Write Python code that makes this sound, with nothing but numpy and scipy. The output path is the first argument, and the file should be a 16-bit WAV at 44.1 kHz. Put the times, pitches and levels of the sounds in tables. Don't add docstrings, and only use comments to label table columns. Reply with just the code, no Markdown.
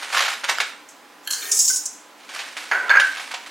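import sys
import numpy as np
from scipy import signal
from scipy.fft import rfft, irfft
from scipy.io import wavfile
from scipy.ndimage import uniform_filter1d

SR = 44100
rng = np.random.default_rng(int(sys.argv[2]) if len(sys.argv) > 2 else 0)


def transcribe(u):
    v = np.clip(np.atleast_2d(u).T, -1, 1)
    q = np.round(v * 32767).astype(np.int16)
    wavfile.write(sys.argv[1], SR, q)


def voltage_ratio(level):
    return 10 ** (np.asarray(level, float) / 20)


N = 154350


def unit(x):
    return x / np.sqrt(np.mean(x ** 2))


def noise():
    return rng.standard_normal(N)


def colour(x, points):
    p = np.array(points)
    hz = np.maximum(np.arange(2049) * SR / 4096, 1)
    log_gain = np.interp(np.log(hz), np.log(p[:, 0]), p[:, 1]) * np.log(10) / 20
    cepstrum = irfft(log_gain)
    cepstrum[1:2048] *= 2
    cepstrum[2049:] = 0
    response = irfft(np.exp(rfft(cepstrum)))
    return signal.fftconvolve(x, response)[:len(x)]


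def high(x, hz):
    return signal.sosfilt(signal.butter(2, hz, "high", fs=SR, output="sos"), x)


def modes(x, table):
    out = 0
    for hz, db, t60 in table:
        radius = np.exp(-np.log(1000) / (max(t60, .002) * SR))
        angle = 2 * np.pi * hz / SR
        resonator = [0, radius * np.sin(angle)], [1, -2 * radius * np.cos(angle), radius * radius]
        out = out + voltage_ratio(db) * signal.lfilter(*resonator, x)
    return out


def grains(rate, spread_db):
    chance, sign, size = rng.random((3, N))
    level = spread_db * np.minimum(-np.log(1 - size), 4.0)
    return unit((chance < rate / SR) * np.sign(sign - .5) * voltage_ratio(level))


def curve(rows, edge=0.028):
    r, t = np.array(rows), np.arange(N) / SR
    inside = np.minimum(t - r[0, 0] + edge, r[-1, 0] + edge - t) / edge
    return voltage_ratio(np.interp(t, r[:, 0], r[:, 1])) * np.clip(inside, 0, 1)


def fade(start, decay, rise=0.00097):
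    t = np.maximum(np.arange(N) / SR - start, 0)
    return (1 - np.exp(-t / rise)) * np.exp(-t / max(decay, .001))


def blow(start, push):
    t = (np.arange(N) / SR - start) / max(push, 2 / SR)
    return np.where((t > 0) & (t < 1), np.sin(np.pi * t) ** 2, 0) * 2 / (push * SR)


def spread(mid, side, wide):
    return np.array([mid + wide * side, mid - wide * side])


# time in seconds, level in dB.
SQUEEZE_CURVES = [
    [(0, -35), (.09, -37), (.13, -29.5), (.18, -23.5), (.23, -23.5), (.28, -28), (.335, -29.5), (.36, -45),
     (.43, -44)],
    [(.5, -21), (.57, -42.5), (.63, -31.5), (.8, -75)],
    [(2.2, -49), (2.31, -50), (2.35, -33.5), (2.41, -37), (2.44, -38), (2.55, -46), (2.6, -37),
     (2.88, -42.5)],
    [(3.0, -31.5), (3.12, -38), (3.21, -36), (3.3, -40.5), (3.36, -47), (3.5, -40.5)],
]
# frequency in Hz, density in dB per Hz.
FOIL_SPECTRUM = [(150, -76), (250, -28), (538, -9.5), (1080, -5), (1260, -3), (2240, -2), (9010, -15),
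                 (14400, -28.5), (16000, -42)]


def foil_crackle():
    creases = grains(2500, 2.5) + 0.49 * noise()
    crackle = unit(colour(creases, FOIL_SPECTRUM))
    lumps = unit(uniform_filter1d(uniform_filter1d(noise(), size=200), size=200))
    crunch_db = 2
    return crackle * voltage_ratio(crunch_db * lumps) * sum(curve(rows) for rows in SQUEEZE_CURVES)


# start in seconds, peak in dB, colour in Hz, decay in seconds.
FOLD_SNAPS = [(0.024, -15, 1610, 0.012), (0.281, -5, 1540, 0.006), (0.436, -13.5, 1560, 0.0086),
              (0.441, -11.5, 1550, 0.014), (0.4896, -2.5, 1730, 0.0048), (.494, -3.5, 800, 0.0082),
              (0.602, -0.5, 2250, 0.0097), (2.29, -24, 2250, 0.033), (2.362, -14, 1660, 0.0049),
              (2.391, -14, 2600, 0.019), (2.568, -11, 1870, 0.01), (2.998, -2, 1680, 0.009),
              (3.17, -15, 1600, 0.0079), (3.197, -13.5, 1950, 0.0095), (3.312, -15, 1600, 0.013),
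              (3.339, -11.5, 1030, 0.014), (3.462, -21.5, 2300, 0.0084)]
# start in seconds, peak in dB, colour in Hz.
CREASE_POPS = [(.102, -18, 1240), (0.127, -7, 1400), (0.136, -11, 1220), (.146, -4.5, 1330),
               (0.156, -12.5, 1250), (.165, -11, 1200), (0.17, -2.5, 1680), (0.18, -7.5, 2140),
               (0.191, -4.5, 2000), (0.204, -5.5, 1500), (0.221, -7, 2400), (.253, -12, 3000)]


def foil_snaps():
    foil = grains(6000, 2.84)
    broad, bright = unit(colour(foil, FOIL_SPECTRUM)), unit(high(foil, 7500))
    snaps = [(*row, -9) for row in FOLD_SNAPS]
    pops = [(s, db - 3, hz, 0.0055, 5) for s, db, hz in CREASE_POPS]
    out = np.zeros(N)
    for s, db, hz, decay, peak_db in snaps + pops:
        i = slice(int(s * SR) - 400, int(s * SR) + 8000)
        peak = signal.lfilter(*signal.iirpeak(hz, 3.0, fs=SR), foil[i])
        burst = broad[i] + voltage_ratio(peak_db) * unit(peak) + voltage_ratio(-19) * bright[i]
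        out[i] += voltage_ratio(db - 12) * fade(s, decay, 0.0019)[i] * burst
        click = modes(blow(s, .0001)[i], [(hz, 0, .006), (1.58 * hz, -4, .004)])
        out[i] += voltage_ratio(db - 5) * high(click, 660)
    return out


def foil_tick():
    burst = fade(.584, .001, .0004) * noise()
    ring = modes(burst, [(1500, 9, 0.008), (3020, 5.5, 0.0086), (4900, 2.5, .006), (7050, -6, .005)])
    return voltage_ratio(-27.5) * high(ring, 720)


# start in seconds, peak in dB, decay in seconds.
NIB_SHAKES = [(0.886, -30.5, 0.02), (1.3055, -7.5, 0.0076), (1.3214, -10, 0.011), (1.338, -13, 0.0088),
              (1.352, -30, 0.015), (1.5132, -1, 0.015), (1.5655, -9.5, 0.022), (1.5889, 0.5, 0.01),
              (1.6024, -6.5, 0.024), (1.6494, -12.5, 0.028), (1.6778, -2, 0.014), (1.696, -15.5, 0.023),
              (1.73, -9.5, 0.016), (1.759, -5, 0.012), (1.8548, -6, 0.0094)]
# time in seconds, level in dB.
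NIB_TRICKLE = [
    (1.25, -52.5),
    (1.31, -48),
    (1.4, -38),
    (1.5, -34),
    (1.55, -27.5),
    (1.75, -31),
    (1.8, -50),
]
# frequency in Hz, density in dB per Hz.
PATTER_SPECTRUM = [(1470, -61), (2500, -26.5), (3130, -27.5), (4400, -18.5), (5200, -3), (6100, 3.5),
                   (7530, 2), (10900, -12), (14100, -24), (16000, -28)]
# frequency in Hz, level in dB.
WHISK_WIRES = [(5060, 9.5), (5620, 8), (5737, -4), (5886, 10), (6105, 1), (6580, -5), (6830, 6),
               (7257, -12), (7610, -7), (7760, 3), (8800, -21), (9700, 1)]


def nibs():
    hail = grains(4500, 2.0)
    trickle = curve(NIB_TRICKLE)
    flow = trickle + sum(voltage_ratio(db - 10.5) * fade(s, decay, 0.0026) for s, db, decay in NIB_SHAKES)
    patter = unit(colour(hail, PATTER_SPECTRUM)) * flow
    wires = [(hz, db, 0.04) for hz, db in WHISK_WIRES]
    steady_rms = np.sqrt(np.mean(modes(hail, wires) ** 2))
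    ringing = voltage_ratio(-5) * high(modes(hail * flow, wires), 5500) / steady_rms
    dust = trickle * unit(high(high(grains(3000, 2.5), 6400), 6400))
    return dust + patter + ringing


# start in seconds, peak in dB, favoured frequency in Hz.
RIM_TAPS = [
    (1.2737, -14.5, 2600),
    (1.2773, -22, 3100),
    (1.3041, -17, 3200),
    (1.3098, -13.5, 4400),
    (1.324, -18, 4300),
    (1.333, -14.5, 3100),
    (1.345, -26, 1700),
]
# frequency in Hz, level in dB, t60 in seconds.
RIM_MODES = [(1600, -3.5, 0.05), (1695, -3.5, 0.04), (2076, -13.5, 0.086), (3085, -10, 0.05),
             (3200, -1.5, 0.031), (4240, 0, 0.027), (4330, -4.5, 0.037), (6300, -8, 0.039),
             (6360, -15, 0.033), (7260, -4, 0.03), (9000, -10, 0.013), (10000, -8, 0.013),
             (10530, -3, 0.022), (11600, 6, 0.012)]


def rim_taps():
    out = 0
    for s, db, favoured in RIM_TAPS:
        table = [(hz, g - 4 * abs(np.log2(hz / favoured)), t60) for hz, g, t60 in RIM_MODES]
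        scrape = fade(s, 0.0019, 0.00024) * noise()
        out = out + voltage_ratio(db - 22.0) * modes(scrape, table) + voltage_ratio(db - 2) * high(scrape, 2200)
    return out


# start in seconds, peak in dB, frequency in
# Hz, t60 in seconds.
RIM_PINGS = [(1.35, -31, 4651, 0.38), (1.385, -35, 4680, 0.26), (1.417, -32.5, 3640, 0.082),
             (1.424, -33.5, 2300, .08), (1.452, -31, 3620, .07), (1.52, -29, 3640, 0.048),
             (1.676, -35, 4230, 0.024), (1.696, -24, 1518, 0.064), (1.698, -34, 2060, 0.044)]


def rim_pings():
    out = 0
    for s, db, hz, t60 in RIM_PINGS:
        pluck = fade(s, 0.0056, 0.0034) * noise()
        out = out + voltage_ratio(db - 16) * modes(pluck, [(hz, 0, t60), (1.008 * hz, -6, t60)])
    return out


# time in seconds, level in dB.
STRAY_NIBS = [
    (1.28, -40),
    (1.33, -37),
    (1.45, -37.5),
    (1.58, -60),
]


def rim_tinkle():
    table = [(hz, g - 2.7 * np.log2(hz / 3000), .6 * t60) for hz, g, t60 in RIM_MODES]
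    return unit(modes(grains(600, 0.97), table)) * curve(STRAY_NIBS)


# frequency in Hz, level in dB, bandwidth in Hz.
HUM_BANDS = [(418, -46.5, 54), (755, -55, 33), (1266, -51, 60), (1830, -44, 21), (2400, -43.5, 510)]


def bowl_hum():
    t = np.arange(N) / SR
    start, stop, edge = 1.348, 1.622, 0.11
    rub = np.clip(np.minimum(t - start, stop - t) / edge, 0, 1)
    return rub * sum(voltage_ratio(db) * unit(modes(noise(), [(hz, 0, 2.5 / width)])) for hz, db, width in HUM_BANDS)


def bowl():
    return high(rim_taps() + rim_pings() + rim_tinkle(), 1400) + bowl_hum()


# start in seconds, peak in dB.
CUP_KNOCKS = [
    (2.7141, -1),
    (2.8958, -2),
    (2.955, -14.5),
]
# frequency in Hz, level in dB, t60 in seconds.
CUP_MODES = [(527, -45, .06), (1011, -40, .06), (1400, -16, 0.068), (1599, 8, 0.033), (1680, 2, 0.053),
             (1950, -17, 0.045), (2270, -32, 0.055), (3500, -26, 0.023)]
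# frequency in Hz, level in dB, t60 in seconds.
CUP_UPPER_MODES = [(4290, -11, 0.045), (4580, -17, 0.096), (6430, -17, 0.054), (6570, -22, 0.068)]
# start in seconds, level in dB, frequency in Hz, t60 in seconds.
LANDING_CRACKS = [
    (2.7145, -25, 4550, 0.0091),
    (2.715, -23, 2700, .012),
    (2.8944, -14, 3560, 0.022),
]


def cup_knocks():
    out = sum(voltage_ratio(db - 18.5) * modes(blow(s, .0001), CUP_MODES + CUP_UPPER_MODES) for s, db in CUP_KNOCKS)
    for s, db, hz, t60 in LANDING_CRACKS:
        out += voltage_ratio(db) * modes(blow(s, .0001), [(hz, 0, t60), (1.25 * hz, -6, .01)])
    return out


# start in seconds, peak in dB, pitch in Hz.
FOOT_RATTLES = [(2.721, -15, 1530), (2.734, -17, 1444), (2.75, -14, 1484), (2.767, -20.5, 1550),
                (2.791, -21, 1550), (2.807, -22.5, 1515), (2.846, -30.5, 1550), (2.881, -23.5, 1380),
                (2.902, -7.5, 1583), (2.911, -8, 1638), (2.925, -17.5, 1393), (2.936, -9, 1680),
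                (2.951, -8.5, 1443), (2.958, -10.5, 1617), (2.969, -4, 1599), (2.981, -16, 1636),
                (2.997, -17, 1500)]


def cup_rattles():
    rocks = [(3.019 + k * .0247, -10 - 5 * k, 1550) for k in range(8)]
    contacts = FOOT_RATTLES + rocks
    t = np.arange(9000) / SR
    swell = t * np.exp(-t / 0.002)
    out = np.zeros(N)
    for s, db, hz in contacts:
        scuff = rng.standard_normal(len(t))
        push = swell * (1.5 * scuff + np.sin(2 * np.pi * hz * t))
        ring = modes(push, [(hz, 0, 0.065)] + [(f, g - 4.5, t60) for f, g, t60 in CUP_MODES])
        out[int(s * SR):int(s * SR) + len(t)] += voltage_ratio(db + 1.0) * ring / np.abs(ring).max()
    return out


# time in seconds, level in dB.
CUP_SLIDE = [
    (2.72, -26.5),
    (2.76, -27),
    (2.8, -34.5),
    (2.85, -28.5),
    (2.885, -33),
]
# frequency in Hz, level in dB, t60 in seconds.
SLIDE_MODES = [(800, -2.5, 0.025), (1014, -0.5, 0.036), (1380, -8, 0.043), (1432, 0.5, .08),
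               (1550, 0, 0.091), (1940, -1, 0.055), (2190, -11, 0.049), (2700, -19, .02)]
# start in seconds, peak in dB.
CUP_SHINES = [(2.717, -31.5), (2.746, -32), (2.78, -33), (2.9, -22.5), (2.933, -30), (2.955, -24.5),
              (2.966, -34)]


def cup_slide():
    slide = curve(CUP_SLIDE, 0.0088) * unit(modes(grains(1500, 2.1), SLIDE_MODES))
    shine = noise() * sum(voltage_ratio(db - 11) * fade(s, 0.0043) for s, db in CUP_SHINES)
    return slide + modes(shine, CUP_UPPER_MODES)


def counter_thud():
    thud = unit(colour(noise(), [(150, -59), (500, -8), (1500, 5.5), (2200, 4.0), (3500, -19), (8000, -27.0),
                                 (16000, -37.5)]))
    contacts = CUP_KNOCKS + FOOT_RATTLES
    return thud * sum(voltage_ratio(db - 13) * fade(s, 0.014, 0.00058) for s, db, *_ in contacts)


def echo(x):
    t = np.arange(SR) / SR
    reflections = rng.standard_normal(SR) * np.clip((t - .003) / 0.0024, 0, 1)
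    top = high(reflections, 3500)
    tail = (reflections - top) * voltage_ratio(-60 * t / 0.47) + top * voltage_ratio(-60 * t / 0.43)
    return signal.fftconvolve(x, tail / np.sqrt(np.sum(tail ** 2)))[:N]


# frequency in Hz, density in dB per Hz.
AIR_SPECTRUM = [(18, -44), (60, -47), (189, -11), (295, 1.5), (328, -4.5), (1040, -2), (1430, -4.5),
                (1590, -4), (16000, -25.5)]
# frequency in Hz, level in dB.
FRIDGE_TONES = [
    (301.5, -71.5),
    (829.0, -65),
    (1007, -60.5),
]


def kitchen():
    t = np.arange(N) / SR
    mid, side = (unit(colour(noise(), AIR_SPECTRUM)) * voltage_ratio(-48) for _ in range(2))
    mid = mid + sum(voltage_ratio(db) * np.sqrt(2) * np.sin(2 * np.pi * hz * t) for hz, db in FRIDGE_TONES)
    return spread(mid, side, .24)


def scene():
    sources = foil_crackle() + foil_snaps() + foil_tick() + nibs() + bowl()
    sources = sources + cup_knocks() + cup_rattles() + cup_slide() + counter_thud()
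    low_cut = 297
    dry = high(high(sources, low_cut), low_cut)
    return dry + spread(voltage_ratio(-6) * echo(dry), echo(dry), 0.13) + kitchen()


def glints(x):
    out, hold = 0, int(SR / 24)
    treble = uniform_filter1d(np.abs(high(x, 7000)), size=hold)[hold // 2::hold]
    quiet, loud = .07, .4
    share = quiet + (loud - quiet) * np.minimum(treble / .01, 1)
    for hz in range(7400, 15500, 800):
        u = rng.uniform(-1, 1, len(share))
        patches = np.repeat(np.sign(u) * (abs(u) < share), hold)
        on = np.resize(uniform_filter1d(patches, size=400), N)
        band = signal.sosfiltfilt(signal.butter(3, [hz, hz + 800], "band", fs=SR, output="sos"), x)
        out = out + np.array([-.6 * abs(on), voltage_ratio(-2) * on]) * band
    return out


def low_pass(x):
    return signal.sosfilt(signal.butter(12, 16510, fs=SR, output="sos"), x)


def record(dry):
    mid = dry.mean(axis=0)
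    pan_db = -1.7
    side = (dry[0] - dry[1]) / 2 + mid * np.tanh(pan_db * np.log(10) / 40)
    side = signal.sosfiltfilt(signal.butter(10, 6900, fs=SR, output="sos"), side)
    duck, swing = glints(mid)
    x = spread(mid + duck, side + swing, 1)
    x = x / (1 + (x / .85) ** 6) ** (1 / 6)
    x = signal.sosfilt(signal.ellip(8, .2, 60, 15900, fs=SR, output="sos"), x)
    return low_pass(x)


dry = scene()
out = record(dry)
transcribe(out)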